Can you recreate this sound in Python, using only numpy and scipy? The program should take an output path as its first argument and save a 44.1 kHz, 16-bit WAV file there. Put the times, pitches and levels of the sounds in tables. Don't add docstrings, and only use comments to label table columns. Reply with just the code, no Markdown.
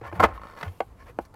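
import sys
import numpy as np
from scipy import signal
from scipy.io import wavfile
from scipy.ndimage import uniform_filter1d

SR = 44100
rng = np.random.default_rng(int(sys.argv[2]) if len(sys.argv) > 2 else 0)


def undo_db(level):
    steps = np.asarray(level, float) / 20
    return 10 ** steps


def int16_out(signal):
    q = np.round(np.clip(np.atleast_2d(signal).T, -1, 1) * 32767)
    wavfile.write(sys.argv[1], SR, q.astype(np.int16))


N = 59535


def evened(x):
    return x / np.sqrt(np.mean(x ** 2) + 1e-20)


def read(points, hz):
    f, value = np.transpose(points)
    return np.interp(np.log(hz + 1), np.log(f + 1), value)


def add(mix, s, sound):
    part = mix[max(round(s * SR), 0):][:len(sound)]
    part += sound[:len(part)]


def progress(length_s):
    return np.arange(0, length_s, 1 / SR) / length_s


def causal(db):
    log = np.log(undo_db(np.concatenate([db, db[-2:0:-1]])))
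    return np.fft.ifft(np.exp(np.conj(signal.hilbert(log)))).real[:2048]


def ring(modes, tune=1, damp=1):
    t = np.arange(4096) / SR
    return sum(undo_db(db - 60 * damp * t / t60) * np.sin(2 * np.pi * hz * tune * t)
               for hz, db, t60 in modes)


def struck(modes, tune=1):
    contact_s = .0004
    blow = np.convolve(np.hanning(round(contact_s * SR)), ring(modes, tune))
    return blow / abs(blow).max()


def impacts(shape, per_s, spread_db):
    chance, size, sign = rng.random((3, 12000))[:, :len(shape)]
    hits = (chance < per_s / SR) * undo_db(-spread_db * np.log(size + 1e-3)) * np.sign(sign - .5)
    return evened(hits + 1e-9) * shape


def noise(colour, size, patchy_db):
    hz = np.fft.rfftfreq(size, 1 / SR)
    re, im, patch = rng.standard_normal((N * 4 // size + 5, len(hz), 3)).T
    patch = uniform_filter1d(patch, 9, 0)
    patch = evened(uniform_filter1d(patch, 7, 1))
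    spectra = (re + 1j * im) * undo_db(read(colour, hz)[:, None] + patchy_db * patch)
    return evened(signal.istft(spectra, nperseg=size, noverlap=size * 3 // 4)[1][:N])


# t/s, f/Hz, peak/dB, rise/s, T60/s
THUDS = [(0.061, 82.1, -41, 0.02, 1), (0.132, 97, -31.5, 0.012, 0.13), (0.188, 92.9, -24, 0.0064, 0.37),
         (0.23, 66.7, -23.5, 0.024, 0.14), (.31, 55.4, -34.5, 0.031, 0.27),
         (0.627, 162, -34.5, 0.016, 0.04), (.655, 89.8, -27.5, 0.027, 0.17), (0.898, 53, -45, 0.019, 0.28),
         (1.199, 62.4, -42.5, 0.018, 0.14), (1.264, 83.4, -48.5, 0.0086, 0.14), (.0, 112, -42, 0.036, 0.21),
         (.126, 335, -33, 0.0098, 0.046), (1.08, 486, -44.5, 0.022, 0.059), (1.338, 872, -45, 0.01, 0.019),
         (0.151, 181.3, -37, 0.017, 0.17), (.858, 102.5, -47, 0.016, .12)]


def column():
    out, t = np.zeros(N), np.arange(0, .4, 1 / SR)
    for s, hz, db, rise_s, t60 in THUDS:
        swell = np.sin(np.pi / 2 * np.minimum(t / rise_s, 1)) ** 2
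        decay = undo_db(db - 60 * np.maximum(t - rise_s, 0) / t60)
        add(out, s, decay * swell * np.sin(2 * np.pi * hz * t))
    return out


# t/s, level/dB
RUB = [(0, -100), (0.069, -62), (0.109, -75.5), (.16, -60.5), (.3, -98), (0.349, -61.5), (0.401, -79.5),
       (0.551, -71), (.6, -59.5), (.7, -64), (0.851, -69.5), (.95, -82), (1.1, -64), (1.15, -91.5),
       (1.22, -62), (1.3, -92), (1.35, -81.5)]
# f/Hz, density/dB
SKIN = [(1500, -17), (2600, -4), (3300, -10), (5000, -14), (8500, -17), (11800, -10), (14000, -16.5),
        (16000, -20.5)]


def rub():
    level_db = np.interp(np.arange(N) / SR, *np.transpose(RUB))
    return undo_db(level_db) * noise(SKIN, size=256, patchy_db=1.5)


# f/Hz, density/dB
HUM = [(15, -32), (55, -3.5), (110, -11.5), (250, -22), (1100, -29), (2500, -47), (8000, -52),
       (12800, -52.5), (16000, -62)]


def hum():
    level_db = -52
    return undo_db(level_db) * noise(HUM, size=2048, patchy_db=1.5)


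# f/Hz, level/dB, T60/s
SHELL = [(589, -7, 0.11), (740, -12.5, 0.038), (950, -5, 0.03), (1055, 6.5, 0.023), (1163, 4.5, 0.013),
         (1195, -5, 0.077), (1414, 1, 0.05), (1710, -4.5, 0.11), (2050, -5, 0.022), (2620, -14, 0.017),
         (505, -20.5, 0.17)]
# f/Hz, density/dB
CRACK = [(88, -39.5), (150, -21), (781, 2), (844, -8), (1110, -5.5), (1660, -11), (2100, -10.5),
         (3760, -33.5), (15500, -40.5)]


def shell(treble_db, tune, damp=1.4):
    crack_db, treble_hz = -5, 3000
    edge_hz, edge_db, edge_t60 = 4500, -40.5, 0.0066
    hz = np.fft.rfftfreq(4096, 1 / SR)
    plain_db = read(CRACK, hz)
    shelf_db = treble_db * hz ** 2 / (hz ** 2 + treble_hz ** 2)
    crack = causal(plain_db + shelf_db - 4.0 * (hz / 16000) ** 6)
    modes = ring(SHELL, tune, damp * max(tune, 1) ** 2)
    modes = modes + 10 * ring([(edge_hz, edge_db + treble_db, edge_t60)])
    out = modes / np.linalg.norm(modes)
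    add(out, 0, undo_db(crack_db) * crack / np.linalg.norm(causal(plain_db)))
    return out


# t/s, length/s, level/dB, treble/dB, tuning/ratio
CLATTERS = [(.0115, 0.012, -37.5, -11, 0.39), (0.125, 0.01, -34.5, -12.5, 0.61),
            (0.196, 0.0046, -23, -2, 0.94), (0.1992, 0.012, -19.5, 10.5, 0.95),
            (0.228, 0.0081, -25, 8, 1.5), (0.2357, 0.0099, -11, 6, 1.18), (0.2459, 0.0096, -24.5, 7, 1.5),
            (0.252, 0.015, -27, 1.5, 0.74), (0.287, 0.0056, -35.5, -17, 0.68),
            (0.063, 0.0031, -61, 11, 0.7), (0.074, 0.0039, -56, 14, 1.6), (0.152, 0.015, -44.5, 14, 1.3),
            (0.61, 0.013, -39, 8.5, 1.0), (0.628, 0.009, -31, 9, 1.78), (0.676, 0.014, -48, -13, 1.8),
            (1.06, 0.0077, -56, -16, 1.06), (1.081, 0.0078, -48, 1, 1.1), (1.249, 0.017, -59, 27.5, 1.1),
            (1.341, 0.0065, -56, 30, 0.79)]


def clatters():
    out = np.zeros(N)
    for s, length_s, db, treble_db, tune in CLATTERS:
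        u = progress(length_s)
        drive = impacts(np.minimum(.3 + u / .5, 1) * (1 - u ** 3), 6000, 1.5)
        add(out, s, undo_db(db) * signal.fftconvolve(drive, shell(treble_db, tune)))
    return out


# t/s, length/s, level/dB, treble/dB, tuning/ratio
SLIDES = [(0.018, 0.079, -43.5, -11, 0.98), (0.136, 0.068, -44.5, 1, 0.82), (.2, .07, -30.5, 11.5, 0.75),
          (0.238, 0.093, -41.5, 2, 0.62), (0.319, 0.071, -51, -10, 1.31), (.37, 0.2, -54.5, 15.5, 1.05),
          (0.557, 0.052, -50.5, 5, 1.16), (0.629, 0.055, -45, 11.5, 1), (.66, 0.124, -56, -3, 0.414),
          (.85, .12, -66, 1, 0.73), (0.96, 0.09, -66, 18.5, 1.63), (1.052, 0.075, -60.5, 17.5, 1.18),
          (1.198, 0.06, -66, 17, 1)]


def slides():
    out = np.zeros(N)
    for s, length_s, db, treble_db, tune in SLIDES:
        drive = impacts(np.sin(np.pi * progress(length_s)), 5000, 2.0)
        add(out, s, undo_db(db) * signal.fftconvolve(drive, shell(treble_db, tune)))
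    return out


# t/s, peak/dB, tuning/ratio, crack/dB
KNOCKS = [(0.1977, -12, 1, -23), (0.2008, -6.5, 0.89, -16), (.2037, -7.5, 1.0, -21),
          (.2060, -9.5, 0.73, -23), (.2120, -11.5, .6, -6), (.2279, -10, 1.02, -14),
          (.2308, -5.5, .98, -12), (.2373, -4, 1.03, -12), (.2460, -3, .86, -14), (.2350, -3, 1.19, -14),
          (0.2403, -17, 0.97, -12), (0.2424, -5.5, 1.3, -20), (0.2549, -15, .8, -14),
          (.2586, -16, 0.61, -14), (0.04, -34.5, 1.4, -16), (.0635, -42, 1.1, -6), (0.0716, -43.5, 1, -8),
          (.0800, -39.5, 1.2, -8), (0.0921, -38, 0.8, -12), (.1155, -32, 0.97, -22), (.1265, -24, .75, -24),
          (.1295, -29, 0.51, -17)]
# f/Hz, level/dB, T60/s
DRUM = [(1070, 0, .02), (1290, -4, .018), (600, -13, .022), (2050, -7, .016), (3150, -15, .012)]


def knocks():
    out, treble_db = np.zeros(N), 12
    for s, db, tune, crack_db in KNOCKS:
        crack = shell(treble_db, tune)
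        add(out, s, undo_db(db) * struck(DRUM, tune))
        add(out, s, undo_db(db + crack_db) * crack / abs(crack).max())
    return out


# t/s, length/s, level/dB, tuning/ratio, tilt/(dB/octave)
SCUFFS = [
    (0.991, 0.05, -52, 0.99, 2),
    (1.059, 0.015, -50.5, 0.96, -2),
    (1.073, 0.034, -52, 1.1, -1),
    (1.249, 0.018, -59, 1.02, 14),
    (1.338, .013, -48, 0.793, -2),
    (.04, 0.071, -47.5, 1.03, -1),
]
# f/Hz, level/dB, T60/s
FLAP = [(640, -7, .03), (1105, 0, .045), (1390, -10, .03), (1740, -1, .04), (2220, -6, .03),
        (2900, -14, .012), (4250, -16, .01), (4750, -18, .008), (5500, -19, .007)]


def scuffs():
    out = np.zeros(N)
    for s, length_s, db, tune, tilt_db in SCUFFS:
        tilted = [(hz, own_db + tilt_db * np.log2(hz / 1000), t60) for hz, own_db, t60 in FLAP]
        notes = ring(tilted, tune)
        drive = impacts(np.sqrt(np.sin(np.pi * progress(length_s))), 1500, 3.0)
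        add(out, s, undo_db(db) * signal.fftconvolve(drive, notes / np.linalg.norm(notes)))
    return out


# t/s, peak/dB, brightness/dB
CREAK = [(0.312, -37, -36), (0.315, -33.5, -34), (0.324, -32, -36), (.332, -39, -32), (.339, -39, -22),
         (0.356, -36.5, -22), (0.367, -37.5, -30), (0.377, -30, -25), (0.396, -37.5, -35),
         (0.4163, -32, -19), (0.4342, -32, -17.5), (0.44, -40, -22), (0.453, -32, -23), (0.47, -34, -14.5),
         (0.486, -41, -12), (0.4988, -37, -13.5), (0.51, -41, -14), (.518, -42.5, -14), (0.523, -39, -17),
         (0.535, -38, -16), (0.551, -38, -17), (0.565, -37.5, -19), (0.574, -37, -12), (.578, -35, -18),
         (0.587, -43, -10), (0.588, -34.5, -13), (.599, -46, -7), (.605, -32, -16.5), (0.6103, -29.5, -10)]
CLIP = [(1110, -2, .016), (1290, -2, .016), (620, -10, .016), (1780, -8, .013)]
CLIP_EDGE = [(3750, -1, 0.011), (4370, 0.0, 0.012), (5350, -0.5, 0.0045), (7200, -12, .004)]


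def creak():
    jolt_s, stutter = .003, .14
    out, lip = np.zeros(N), ring(CLIP_EDGE)
    u = np.arange(300) / SR / jolt_s
    for s, db, bright_db in CREAK:
        jolt, rasp = rng.standard_normal((2, 300))
        drive = (u == 0) + stutter * jolt * np.exp(-u)
        slip = signal.fftconvolve(drive, struck(CLIP, 1 + .03 * jolt[0]))
        hiss = signal.fftconvolve(rasp * np.exp(-u), lip)
        add(out, s, undo_db(db) * slip / abs(slip).max())
        add(out, s, undo_db(db + bright_db) * hiss / abs(hiss).max())
    return out


# t/s, peak/dB, contact/s, rebound/ratio, rebound delay/s
TAPS = [
    (0.8043, -10.5, 0.000031, 1.67, 0.001864),
    (1.188, -9.5, 0.0001, -2.5, .0009),
]
# f/Hz, level/dB, T60/s
TAP_MODES = [
    [(352, -11.5, 0.055), (491, -12, 0.057), (610, -20, 0.013), (770, 15, 0.027), (955, -11.5, 0.038),
     (1145, 0, 0.017), (1490, -8, 0.024), (2000, -23, 0.026), (2730, -18, 0.023), (4370, -26.5, .012)],
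    [(378, 0, 0.033), (530, -29, 0.008), (630, -35.5, 0.0084), (833, 6, 0.015), (1050, -8.5, 0.026),
     (1530, -15.5, 0.008), (745, 18.5, 0.005), (1260, -19, 0.0024), (2280, -21, .015), (4430, -24, .008)],
]
TICK_DB = [-56, -61]
RATTLE_DB = [-28.5, -32]
RATTLE_T60 = [0.019, 0.013]


def taps():
    low_cut_hz, rattle_treble_db = 230, 13.5
    out, t = np.zeros(N), np.arange(0, .05, 1 / SR)
    rows = zip(TAPS, TAP_MODES, TICK_DB, RATTLE_DB, RATTLE_T60)
    for (s, db, contact_s, rebound, delay_s), modes, tick_db, rattle_db, t60 in rows:
        push = t * np.exp(-t / contact_s)
        add(push, delay_s, rebound * push[:1500])
        blow = np.convolve(push, ring(modes))
        add(out, s, undo_db(db) * blow / abs(blow).max())
        tick = np.diff(rng.standard_normal(400)) * np.exp(-np.arange(399) / 100.0)
        add(out, s, undo_db(tick_db) * tick)
        rattle = impacts(undo_db(rattle_db - 60 * t / t60), 5700, 0.88)
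        add(out, s, signal.fftconvolve(rattle, shell(rattle_treble_db, 0.98, 3.7)))
    return signal.lfilter(*signal.butter(2, low_cut_hz, "high", fs=SR), out)


def cabin(x):
    t60, dull_hz = .07, 3000
    tail = np.zeros(9000)
    tail[np.arange(100, 8980, 20) + rng.integers(0, 20, 444)] = rng.choice([-1., 1.], 444)
    tail = tail * undo_db(-60 * np.arange(9000) / SR / t60)
    tail = signal.lfilter([1], [1, -np.exp(-2 * np.pi * dull_hz / SR)], tail)
    return signal.fftconvolve(x, tail / np.linalg.norm(tail))[:N]


def scene():
    low_cut_hz, cabin_db = 150, -15
    cover = clatters() + slides()
    plastic = cover + creak() + taps() + knocks() + scuffs()
    plastic = signal.lfilter(*signal.butter(2, low_cut_hz, "high", fs=SR), plastic)
    background = rub() + hum()
    return (plastic + undo_db(cabin_db) * cabin(plastic) + column() + background)[None]


def top_cut(x):
    return signal.sosfilt(signal.butter(12, 16030, fs=SR, output="sos"), x)


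def record(dry):
    top_hz, ceiling = 16100, .95
    lowpass = signal.firwin(511, top_hz, window=("kaiser", 9), fs=SR)
    dry = signal.oaconvolve(dry, lowpass[None], "same")
    return top_cut(ceiling * np.tanh(dry / ceiling))


dry = scene()
out = record(dry)
int16_out(out)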